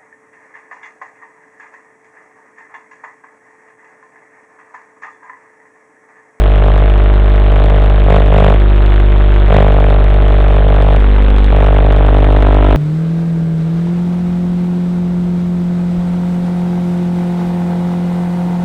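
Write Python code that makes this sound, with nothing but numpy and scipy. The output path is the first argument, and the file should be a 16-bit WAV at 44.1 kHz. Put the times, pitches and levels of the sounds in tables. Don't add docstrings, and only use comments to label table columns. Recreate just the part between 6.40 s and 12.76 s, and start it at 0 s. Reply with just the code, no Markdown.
import sys
import numpy as np
from scipy import signal
from scipy.fft import rfft, irfft
from scipy.io import wavfile

SR = 44100
rng = np.random.default_rng(int(sys.argv[2]) if len(sys.argv) > 2 else 0)


def wrap_up_sound(samples):
    columns = np.atleast_2d(samples).T
    tamed = np.clip(columns, -1, 1)
    steps = np.round(tamed * 32767).astype(np.int16)
    wavfile.write(sys.argv[1], SR, steps)


N = 280476

# time in seconds, leak (1 = main notch of depth 1).
LEAK_DRIFT = [(0.0, 0.34), (.28, 0.84), (.6, 0.28), (.95, .25), (1.22, 0.84), (1.62, 0.43), (1.86, .4),
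              (2.1, 0.69), (2.22, 0.04), (2.7, 0.043), (2.86, 0.23), (3.06, 0), (3.2, 1.3), (3.38, 1.13),
              (3.66, 0.49), (4.57, 1.03), (5.65, 0.99), (6.36, 1.17)]
# start in seconds, rise in seconds, length in seconds, added leak.
LEAK_SURGES = [(1.655, 0.062, .195, 1.44), (1.867, 0.086, .31, 1.23), (3.075, .035, 0.18, 1.11)]
# place in ms, half width in ms, mid depth, flicker in dB.
THIN_NOTCHES = [(7.4, .17, 0.21, 4), (13.35, 0.12, 0.091, 3), (16.85, 0.34, .16, 4.5),
                (17.9, 0.43, 0.065, 4)]
# place in ms, half width in ms, grain level in dB before overload.
GRAIN_ZONES = [(5.9, 0.59, -19), (7.3, 0.54, -15), (9.6, 0.87, -23.5), (11.9, 0.34, -18),
               (17.9, 0.85, -21.5)]
# frequency in Hz, relative density in dB per Hz.
GRAIN_SPECTRUM = [(60, -8.5), (250, 1), (600, 1.5), (950, -4), (1400, -1.2), (2100, -7.5), (3000, -10.5),
                  (4000, -10.5), (5000, -33.5)]
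# frequency in Hz, relative density in dB per Hz.
HISS_SPECTRUM = [(60, 2), (400, -3), (1000, -8), (2000, -7.5), (3800, -8.5), (5000, -31)]

FIELD_HZ, FIRST_FIELD_S = 49.9503, .012
FIELD_MS = 1000 / FIELD_HZ
T_S = np.arange(N) / SR
FIELDS = (T_S - FIRST_FIELD_S) * FIELD_HZ + 1
SCAN_MS = FIELDS % 1 * FIELD_MS

CHANNEL_RATE_HZ, EDGE_HZ = 8000, 16000
FULL_SCALE, OUTPUT_LIMIT = .71, .71
COUPLING_HZ = 19
BIAS = .03

SURGE_FALL_S = .09
OVERLOAD_LEAK = 1.2
CLEAR_START_S, CLEAR_END_S = 4.58, 5.12
CLEARED_LEAK, CLEARED_DELAY_MS = .42, .2

SECOND_DEPTH, SECOND_PER_LEAK, SECOND_PER_OVERLOAD = .53, .18, .67
SECOND_MS, SECOND_CLEARED_MS = 10.3, 9.72
OVERSHOOT_PER_OVERLOAD = .28
LATE_START_S, LATE_GROWTH_PER_S2, LATE_FADE_PER_S = 5.23, .75, .42
BOTTOM_MS, BOTTOM_PER_OVERLOAD = 17.38, .3

SWING_REST, SWING_PER_LEAK, SWING_PER_OVERLOAD, SWING_SAG_PER_S = -.13, .15, .086, .15
LEAD_PER_LEAK_MS, IDLE_LEAD_MS, IDLE_LEAK = -.12, .6, .17

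HISS_DB, HISS_RISE_DB_PER_LEAK = -38, 2.8
CRACKLE_DB_PER_OVERLOAD = 3


def gain_of(db):
    return 10 ** (np.asarray(db) / 20)


def curve(rows):
    return np.interp(T_S, *np.transpose(rows))


def noise(spectrum):
    hz, db = np.transpose(spectrum)
    bin_hz = np.fft.rfftfreq(N, 1 / SR)
    shape = gain_of(np.interp(np.log(bin_hz + 1), np.log(hz), db))
    shaped = irfft(rfft(rng.standard_normal(N)) * shape, N)
    return shaped / shaped.std()


def per_field():
    values = rng.standard_normal(int(FIELDS[-1]) + 1)
    return values[FIELDS.astype(int)]


def distance_ms(place_ms):
    return (SCAN_MS - place_ms + FIELD_MS / 2) % FIELD_MS - FIELD_MS / 2


def stripe(place_ms, width_ms):
    return np.exp(-.5 * (distance_ms(place_ms) / width_ms) ** 2)


def band(start_ms, end_ms, rise_ms, fall_ms):
    from_center_ms = distance_ms((start_ms + end_ms) / 2)
    half_ms = (end_ms - start_ms) / 2
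    rise = .5 + .5 * np.tanh((half_ms + from_center_ms) / rise_ms)
    fall = .5 + .5 * np.tanh((half_ms - from_center_ms) / fall_ms)
    return rise * fall


def notch(place_ms, width_ms, flicker_db):
    steepness, jitter_ms, width_flicker_db = 2.4, .035, 1.0
    place_ms = place_ms + jitter_ms * per_field()
    width_ms = width_ms * gain_of(width_flicker_db * per_field())
    flicker = 1.5 * np.tanh(per_field() / 1.5)
    pulse = np.exp(-.5 * abs(distance_ms(place_ms) / width_ms) ** steepness)
    return -gain_of(flicker_db * flicker) * pulse


def surges():
    total = 0
    for start_s, rise_s, length_s, size in LEAK_SURGES:
        rise = (T_S - start_s) / rise_s
        fall = (start_s + length_s - T_S) / SURGE_FALL_S
        total = total + size * np.clip(np.minimum(rise, fall), 0, 1)
    return total


def field_hum():
    return .61 * np.cos(2 * np.pi * distance_ms(11.207) / FIELD_MS)


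def picture(swing, lead_ms):
    bright = .52 * band(5.87 - lead_ms + .19 * per_field(), 11.1, rise_ms=.23, fall_ms=1.07)
    blanking = .36 * band(18.6 + .087 * per_field(), 22.15, rise_ms=.11, fall_ms=.75)
    middle = band(10.97, 15.74, rise_ms=.39, fall_ms=.96)
    middle -= 1.43 * band(6.0, 8.1, rise_ms=.33, fall_ms=.25)
    return bright - blanking + swing * middle


def notches(leak, overload, late_s, cleared):
    second_depth = SECOND_DEPTH + SECOND_PER_LEAK * leak + SECOND_PER_OVERLOAD * overload
    second_depth -= LATE_FADE_PER_S * late_s
    second_ms = np.where(cleared, SECOND_CLEARED_MS, SECOND_MS)
    total = ~cleared * leak * notch(11.9, width_ms=.28, flicker_db=1.52)
    total += second_depth * notch(second_ms, width_ms=.43, flicker_db=1.23)
    total *= 1 + OVERSHOOT_PER_OVERLOAD * overload
    total += LATE_GROWTH_PER_S2 * late_s ** 2 * notch(8.9, width_ms=.2, flicker_db=3.5)
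    total += BOTTOM_PER_OVERLOAD * overload * notch(BOTTOM_MS, width_ms=.4, flicker_db=3.5)
    for place_ms, width_ms, depth, flicker_db in THIN_NOTCHES:
        total += depth * notch(place_ms, width_ms, flicker_db)
    return total


def grain(overload, lead_ms):
    zones = 0
    for index, (place_ms, width_ms, db) in enumerate(GRAIN_ZONES):
        shift_ms = lead_ms if index == 0 else 0
        flicker_db = 1.0 * per_field()
        zones = zones + gain_of(db + flicker_db) * stripe(place_ms - shift_ms, width_ms)
    return zones * gain_of(CRACKLE_DB_PER_OVERLOAD * overload) * noise(GRAIN_SPECTRUM)


def hiss(leak):
    return gain_of(HISS_DB + HISS_RISE_DB_PER_LEAK * leak) * noise(HISS_SPECTRUM)


def coupling(video):
    return signal.lfilter(*signal.butter(1, COUPLING_HZ, "high", fs=SR), video)


def scene():
    cleared = (T_S > CLEAR_START_S) & (T_S < CLEAR_END_S)
    leak = np.where(cleared, CLEARED_LEAK, np.maximum(curve(LEAK_DRIFT) + surges(), 0))
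    overload = np.maximum(leak - OVERLOAD_LEAK, 0)
    late_s = np.maximum(T_S - LATE_START_S, 0)
    swing = SWING_REST + SWING_PER_LEAK * leak + SWING_PER_OVERLOAD * overload
    swing -= SWING_SAG_PER_S * late_s
    lead_ms = LEAD_PER_LEAK_MS * leak + IDLE_LEAD_MS * np.exp(-leak / IDLE_LEAK)
    lead_ms -= CLEARED_DELAY_MS * cleared
    video = coupling(picture(swing, lead_ms) + notches(leak, overload, late_s, cleared))
    mix = field_hum() + BIAS + video + grain(overload, lead_ms) + hiss(leak)
    return mix[None]


def record(dry):
    narrow = signal.resample_poly(dry[0], CHANNEL_RATE_HZ, SR)
    clipped = np.clip(narrow, -FULL_SCALE, FULL_SCALE)
    smooth = signal.resample_poly(clipped, SR, CHANNEL_RATE_HZ, window=("kaiser", 6))[:N]
    limited = np.clip(smooth, -OUTPUT_LIMIT, OUTPUT_LIMIT)
    low_pass = signal.firwin(255, EDGE_HZ, window=("kaiser", 7), fs=SR)
    return signal.oaconvolve(limited, low_pass, "same")[None]


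dry = scene()
out = record(dry)
wrap_up_sound(out)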